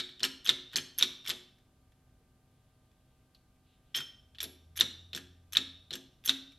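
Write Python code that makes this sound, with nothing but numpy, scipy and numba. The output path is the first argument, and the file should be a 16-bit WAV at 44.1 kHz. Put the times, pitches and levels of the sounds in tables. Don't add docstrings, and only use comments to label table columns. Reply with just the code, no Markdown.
import sys
import numpy as np
from scipy import signal
from scipy.io import wavfile
from scipy.ndimage import uniform_filter1d
from numba import njit

SR = 44100
rng = np.random.default_rng(int(sys.argv[2]) if len(sys.argv) > 2 else 0)


def voltage_ratio(decibels):
    exponent = np.asarray(decibels, float) / 20
    return 10 ** exponent


def persist_wave(psi):
    counts = np.round(np.clip(psi, -1, 1) * 32767).astype(np.int16)
    wavfile.write(sys.argv[1], SR, np.atleast_2d(counts).T)


N = 290178
LEAD = 13230


@njit
def ring(rows, size):
    out = np.zeros(size)
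    for at, hz, t60, rise, gain, phase in rows:
        z = gain * np.exp(1j * phase)
        p = np.exp(2j * np.pi * hz / SR - np.log(1000) / (t60 * SR))
        lag, q = 1., np.exp(-1 / (rise * SR))
        for i in range(int(at), min(size, int(at + 1.2 * t60 * SR))):
            out[i] += z.imag * (1 - lag) ** 2
            z, lag = z * p, lag * q
    return out


def strike(s, db, modes, scatter_db, detune, rise_s):
    hz, mode_db, t60_s = np.transpose(modes)
    luck = rng.standard_normal((len(s), 3, len(hz)))
    start = s[:, None] * SR + LEAD
    mode_hz = hz * (1 + detune * luck[:, 1])
    gain = voltage_ratio(db + mode_db + scatter_db * luck[:, 0])
    phase = 2 * luck[:, 2]
    columns = np.broadcast_arrays(start, mode_hz, t60_s, rise_s, gain, phase)
    return np.stack(columns, axis=-1).reshape(-1, 6)


def burst(s, db, lo_hz, hi_hz, rise_s, fall_s):
    level = np.zeros(N + LEAD)
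    np.add.at(level, (s * SR + LEAD).astype(int), voltage_ratio(db))
    rise, fall = np.exp(-1 / (rise_s * SR)), np.exp(-1 / (fall_s * SR))
    level = signal.lfilter([1], [1, -fall], level)
    level = signal.lfilter([1 - rise], [1, -rise], level)
    return level * band(lo_hz, hi_hz, size=N + LEAD)


def band(lo_hz, hi_hz, size=N):
    sos = signal.butter(2, [lo_hz, hi_hz], "band", fs=SR, output="sos")
    x = signal.sosfilt(sos, rng.standard_normal(size))
    return x / x.std()


def walk(rate_hz):
    k = int(SR / rate_hz)
    held = np.repeat(rng.standard_normal(N // k + 1), k)
    return 0.48 * uniform_filter1d(uniform_filter1d(held, k), k)[:N]


def stop_contacts():
    # t/s, knock peak/dB, rebound delay/s, rebound/dB
    stops = [(-0.0073, -11.5, .005, -22), (0.4918, -7, .0054, -12), (1.0251, -7, .0054, -12),
             (4.8085, -5.5, .005, -26), (5.5692, -7, .0043, -25), (6.2936, -8, .004, -24)]
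    touch_colour, stop_colour, rebound_colour = (2.8, 6, -6.5), (-13, -26, -16.5), (-17.5, -25, -27.5)
    rows = []
    for s, db, gap_s, rebound_db in stops:
        rows += [(s - .046, -46.5, *touch_colour, 3500),
                 (s, db, *stop_colour, 3706),
                 (s + gap_s, rebound_db, *rebound_colour, 3600),
                 (s + 2 * gap_s, rebound_db - 14, *rebound_colour, 3600)]
    return rows


def contacts():
    # t/s, knock peak/dB, f/Hz
    socket_knocks = [(-.23, 2, 4400), (0.0911, -42, 3500), (0.2042, -34, 3450), (.226, -36.5, 3730),
                     (.24, -17, 3090), (0.2516, -28.5, 3540), (.452, -37.5, 3440), (.4623, -24.5, 3290),
                     (.481, -25, 3880), (.7153, -48.5, 3600), (.7392, -37, 3180), (.784, -23, 3200),
                     (1.0001, -27, 3140), (1.0102, -21.5, 3620), (1.2521, -36.5, 3650), (1.304, -23, 3425),
                     (3.944, -33.5, 3230), (3.948, -21.5, 3180), (4.348, -48.5, 3300), (4.354, -53.5, 2910),
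                     (4.3845, -36.5, 3520), (4.791, -24, 3260), (4.798, -27.5, 3720), (5.1312, -30, 3700),
                     (5.5506, -25, 3070), (5.557, -25, 3920), (5.9067, -29, 3890)]
    # t/s, knock peak/dB, f/Hz
    link_slaps = [(.195, -44.5, 3160), (0.2315, -16.5, 4270), (0.2496, -21.5, 3600), (.473, -25.5, 3530),
                  (.725, -48.5, 3600), (0.758, -17, 4300), (.765, -22, 3330), (.991, -26, 3340),
                  (1.274, -28, 3400), (1.2994, -23, 3820), (1.313, -39.5, 3510), (3.972, -29.5, 3290),
                  (4.4038, -25, 3530), (4.44, -31, 3700), (5.1485, -26.5, 3480), (5.9288, -32.5, 3440),
                  (5.936, -30.5, 3550), (6.2761, -23, 3340), (6.287, -25, 3960)]
    # t/s, knock peak/dB, sharpness added to the pin/dB
    pin_ticks = [(.245, -39, 2), (.456, -40, 1.5), (.772, -31.5, -3.5), (.9852, -31.5, 6.5),
                 (1.281, -35.5, -2), (1.293, -30, -5), (3.958, -31, -6.5), (3.965, -36, 3.5),
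                 (4.414, -39, -7), (4.429, -36.5, 7.5), (4.7693, -44, 3.5), (4.774, -34, -4),
                 (4.799, -33, 1), (5.162, -36.5, -7), (5.5321, -33, -3.5), (5.954, -35.5, -11.5),
                 (6.2532, -39, 2), (6.2592, -35.5, 8)]
    # t/s, knock peak/dB
    creaks = [(.732, -41.5), (1.245, -49), (4.757, -50), (1.262, -37.5), (1.585, -66), (1.92, -66),
              (2.208, -85), (2.915, -70), (3.56, -76), (3.986, -34.5), (4.004, -34.5), (5.175, -35.5),
              (6.239, -52), (6.52, -56)]
    # t/s, knock peak/dB, f/Hz
    taps = [(3.3473, -55.5, 4300), (3.349, -57, 4730), (3.356, -69, 4300)]
    rows = stop_contacts()
    rows += [(s, db, -13.5, -22.5, -11.5, hz) for s, db, hz in socket_knocks]
    rows += [(s, db, -1, -18.5, -12.5, hz) for s, db, hz in link_slaps]
    rows += [(s, db, 2.8, 6 + sharp_db, -6.5, 3500) for s, db, sharp_db in pin_ticks]
    rows += [(s, db, -10.5, -15, -30, hz) for s, db, hz in taps]
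    rows += [(s, db, -2, -8.5, -1.5, 3500) for s, db in creaks]
    return rows


def linkage():
    # f/Hz, level/dB, t60/s
    handle_modes = [(2580, -8, .06), (3010, -0.5, 0.069), (3230, -3, 0.04), (3135, 1, 0.081),
                    (3414, 0, 0.093), (3540, -17.5, 0.2), (3720, -11, 0.058), (4040, -6.5, .12),
                    (4200, 5, 0.031), (4150, -0.5, 0.16), (4480, -3, 0.22)]
    link_modes = [(5230, -8, 0.033), (5273, -15, .1), (5500, 0, 0.041), (6250, -5.5, .06), (7330, -6, 0.07),
                  (7940, -15.5, 0.046), (9010, -13.5, .04), (9250, -17, .04)]
    pin_modes = [(9800, -11.5, 0.019), (11230, -8.5, 0.076), (11360, -8, 0.025), (12160, -8, 0.033),
                 (12280, -4.5, .03), (12900, -7.5, .02), (13900, -10, .02), (14995, -16, .04)]
    lever_modes = [(1220, -14.5, 0.0088), (1430, -11, 0.01), (1626, -8, 0.03), (1806, -3, 0.026),
                   (1854, -7, 0.094), (2185, -3.5, 0.014)]
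    # f/Hz, level/dB, t60/s
    link_clack = [(4640, -7.0, 0.006), (5500, -3.0, 0.011), (7840, -11.5, 0.0033)]
    pin_click = [(11300, 4, .005), (12600, 7, .004)]
    lever_clunk = [(1682, 1.0, 0.0093), (2460, -1.0, 0.014)]

    s, db, link_db, pin_db, lever_db, hz = np.transpose(contacts())
    link_db, pin_db, lever_db = db + link_db, db + pin_db, db + lever_db
    one = np.ones_like(s)
    knock = np.transpose([s * SR + LEAD, hz, .006 * one, .0008 * one, voltage_ratio(db + 15.5), 0 * one])
    after_db = db - 0.51 * np.maximum(db + 30.5, 0)
    near_db = -6 * ((np.array(handle_modes)[:, 0] - hz[:, None]) / 550) ** 2
    handle_db = after_db[:, None] - 16.5 + np.maximum(near_db, -15)
    rows = [knock,
            strike(s, handle_db, handle_modes, 3.0, .008, 0.0014),
            strike(s, link_db[:, None] - 12.5, link_modes, 1.4, .01, 0.00027),
            strike(s, pin_db[:, None] - 6.5, pin_modes, 2.5, 0.0061, .0002),
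            strike(s, lever_db[:, None] - 9.0, lever_modes, 0.89, 0.028, 0.00013),
            strike(s, link_db[:, None], link_clack, 3.1, 0.065, 0.00043),
            strike(s, pin_db[:, None], pin_click, 1.5, .04, .0004),
            strike(s, lever_db[:, None], lever_clunk, 3.1, 0.09, 0.0003)]
    chatter = burst(s, after_db - 12.5, 2800, 4400, 0.000999, 0.0094)
    chatter += burst(s, link_db - 15.5, 3200, 9000, 0.00049, .007)
    chatter += burst(s, pin_db - 14, 10500, 13500, 0.00095, 0.0033)
    chatter += burst(s, lever_db - 11.5, 1200, 3200, .0008, 0.012)
    return ring(np.concatenate(rows), N + LEAD) + chatter


def loose_handle():
    # f/Hz, level/dB, t60/s
    bar_modes = [(1865, -10, 0.26), (1924, -12.5, 0.18), (3160, -1.5, 0.3), (3120, -5.5, 0.42),
                 (3140, -2.5, 0.33), (3240, -8, .3), (3320, -2.5, 0.15), (3620, -5.5, .2), (5386, -6, 0.28),
                 (5330, -8, 0.2)]
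    # t/s, level/dB
    bar_hits = [(3.945, -35.5), (3.9515, -40.5), (3.974, -41), (4.005, -52.5)]
    # f/Hz, level/dB, t60/s
    free_modes = [(3400, -4, 0.29), (3500, -1, .38), (3530, -3, 0.34), (3600, -3, 0.31), (3690, -6, .3)]
    s, db = np.transpose(bar_hits)
    rows = [strike(s, db[:, None], bar_modes, 2.5, 0.004, 0.00048),
            strike(np.array([1.303]), -44, free_modes, 1.5, .002, .002)]
    return ring(np.concatenate(rows), N + LEAD)


def valve_spring():
    # t/s, level/dB
    twangs = [(.451, -36), (.762, -23.5), (.985, -26), (1.281, -65), (3.972, -30), (4.414, -46.5),
              (4.767, -35.5), (5.164, -42), (5.522, -39), (5.938, -42.5), (6.256, -30.5)]
    s, db = np.transpose(twangs)
    return ring(strike(s, db[:, None], [(6290, -0.5, 0.06)], 0, .0005, .002), N + LEAD)


def frame():
    # f/Hz, t60/s
    frame_modes = [(140, 0.19), (224, 0.16), (265, 0.25), (367, 0.21), (440, 0.14)]
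    # t/s, peak/dB, upper modes/dB, lowest mode/dB, main mode/dB
    thumps = [(-.035, -38.5, -8.5, -18, -9.5), (0.229, -37, -10.5, -18.5, -6.5),
              (0.492, -35.5, -8, -18, -6), (0.759, -37, -14, -10, -11.5), (1.022, -37, -10.5, -17, -5.5),
              (1.301, -38, -14, -10, -18), (2.208, -61, -18, -4, -7.5), (3.967, -41, -13.5, -9, -7.5),
              (4.439, -40.5, -5.5, -14.5, -10), (4.809, -35.5, -17.5, -17, -9),
              (5.152, -40, -14, -31.5, -7), (5.576, -38.5, -24.5, -23, -5.5), (5.929, -39, -13, -21.5, -7),
              (6.289, -38, -18.5, -34, 1)]
    s, db, upper_db, low_db, main_db = np.transpose(thumps)
    share_db = np.transpose([low_db - 1, 0 * s - 9, main_db + 2.0, upper_db + 6.5, upper_db - 4])
    mode_db = db[:, None] + share_db
    modes = [(hz, 0, t60_s) for hz, t60_s in frame_modes]
    rows = [strike(s, mode_db, modes, 0.94, .012, 0.014),
            strike(s + .018, mode_db - 14, modes, 2.3, 0.027, 0.0027)]
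    shudder = burst(s - .02, db - 7, 87, 480, 0.018, 0.027)
    return ring(np.concatenate(rows), N + LEAD) + shudder


def walls(x):
    shop_bands = [(60, 700, 0.56, -26.5), (705, 3200, 0.46, -25), (2500, 6210, 0.56, -28),
                  (5970, 12000, 0.36, -21), (10000, 21000, 0.14, -23)]
    t = np.arange(SR) / SR
    tail = 0
    for lo_hz, hi_hz, t60_s, db in shop_bands:
        tail = tail + voltage_ratio(db - 25.5 - 60 * t / t60_s) * band(lo_hz, hi_hz, size=SR)
    build_up = np.clip(t / 0.0044, 0, 1) ** 2
    return signal.fftconvolve(x, tail * build_up)[LEAD:N + LEAD]


def rustle():
    brushes = [(2.45, .85, -89), (3.35, .08, -86), (3.628, 0.18, -78), (3.8, 0.21, -82)]
    t = np.arange(N) / SR
    level = 0
    for s, length_s, db in brushes:
        inside_s = np.minimum(t - s, s + length_s - t)
        level = level + voltage_ratio(db) * np.clip(inside_s / 0.047, 0, 1)
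    return level * voltage_ratio(2.5 * walk(30.2)) * band(2630, 3930)


def vehicle():
    # t/s, f/Hz, level/dB
    drone = [(4.15, 79, -74.5), (4.788, 81.6, -61.5), (4.88, 87.7, -61.5), (5.494, 85.25, -66),
             (5.72, 84.5, -63), (5.828, 90.2, -68.5), (6.0, 73.5, -84)]
    t = np.arange(N) / SR
    s, hz, db = np.transpose(drone)
    phase = 2 * np.pi * np.cumsum(np.interp(t, s, hz)) / SR
    level = voltage_ratio(np.interp(t, s, db, left=-120, right=-120) + 6 + 2.3 * walk(20))
    return level * (np.sin(phase) + voltage_ratio(-15.0) * np.sin(2 * phase))


def lamps():
    # f/Hz, level/dB
    lines = [(129.2, -78), (253.0, -80), (635.2, -88.5), (759.0, -87), (1200, -88.5), (1561, -91)]
    out = 0
    for hz, db in lines:
        level = voltage_ratio(db + 4.0 + 0.83 * walk(4.054))
        phase = 2 * np.pi * np.cumsum(hz * (1 + 0.0053 * walk(14))) / SR
        out = out + level * np.sin(phase)
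    return out


def shop_air():
    # f/Hz, density/dB per Hz
    air_spectrum = [(20, -4.5), (40, -2.5), (70, 1.5), (130, 0), (250, -8), (450, -14), (800, -19),
                    (1500, -25), (2500, -31), (3500, -27), (5500, -33), (9000, -46), (12500, -41),
                    (15000, -42.5)]
    hz, db = np.transpose(air_spectrum)
    out = 0
    for lo_hz in 20 * 2 ** np.arange(0, 9.6, .5):
        level_db = np.interp(np.log(lo_hz * 1.6), np.log(hz), db) + 10 * np.log10(lo_hz) + 0.57 * walk(5)
        hi_hz = lo_hz * np.sqrt(2)
        mid, side = band(lo_hz, hi_hz), band(lo_hz, hi_hz)
        out = out + voltage_ratio(level_db) * (mid + voltage_ratio(-23.5) * side * np.array([[1], [-1]]))
    return out * voltage_ratio(-67.5) / out.std()


def scene():
    steel = linkage() + loose_handle() + valve_spring() + frame()
    echo = walls(steel)
    treble = signal.sosfilt(signal.butter(2, 7000, "high", fs=SR, output="sos"), echo)
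    side = voltage_ratio(-18.5) * echo + voltage_ratio(-18.0) * treble
    background = rustle() + vehicle() + lamps() + shop_air()
    return steel[LEAD:] + walls(steel) + np.array([side, -side]) + background


def top_cut(x):
    return signal.sosfilt(signal.butter(12, 16620, fs=SR, output="sos"), x)


def record(dry):
    hiss_sos = signal.ellip(8, .2, 30, 12900, fs=SR, output="sos")
    hiss = signal.sosfilt(hiss_sos, rng.standard_normal((2, N)))
    top_sos = signal.butter(10, 15600, fs=SR, output="sos")
    mix = signal.sosfilt(top_sos, dry + voltage_ratio(-78) * hiss)
    return top_cut(mix)


dry = scene()
out = record(dry)
persist_wave(out)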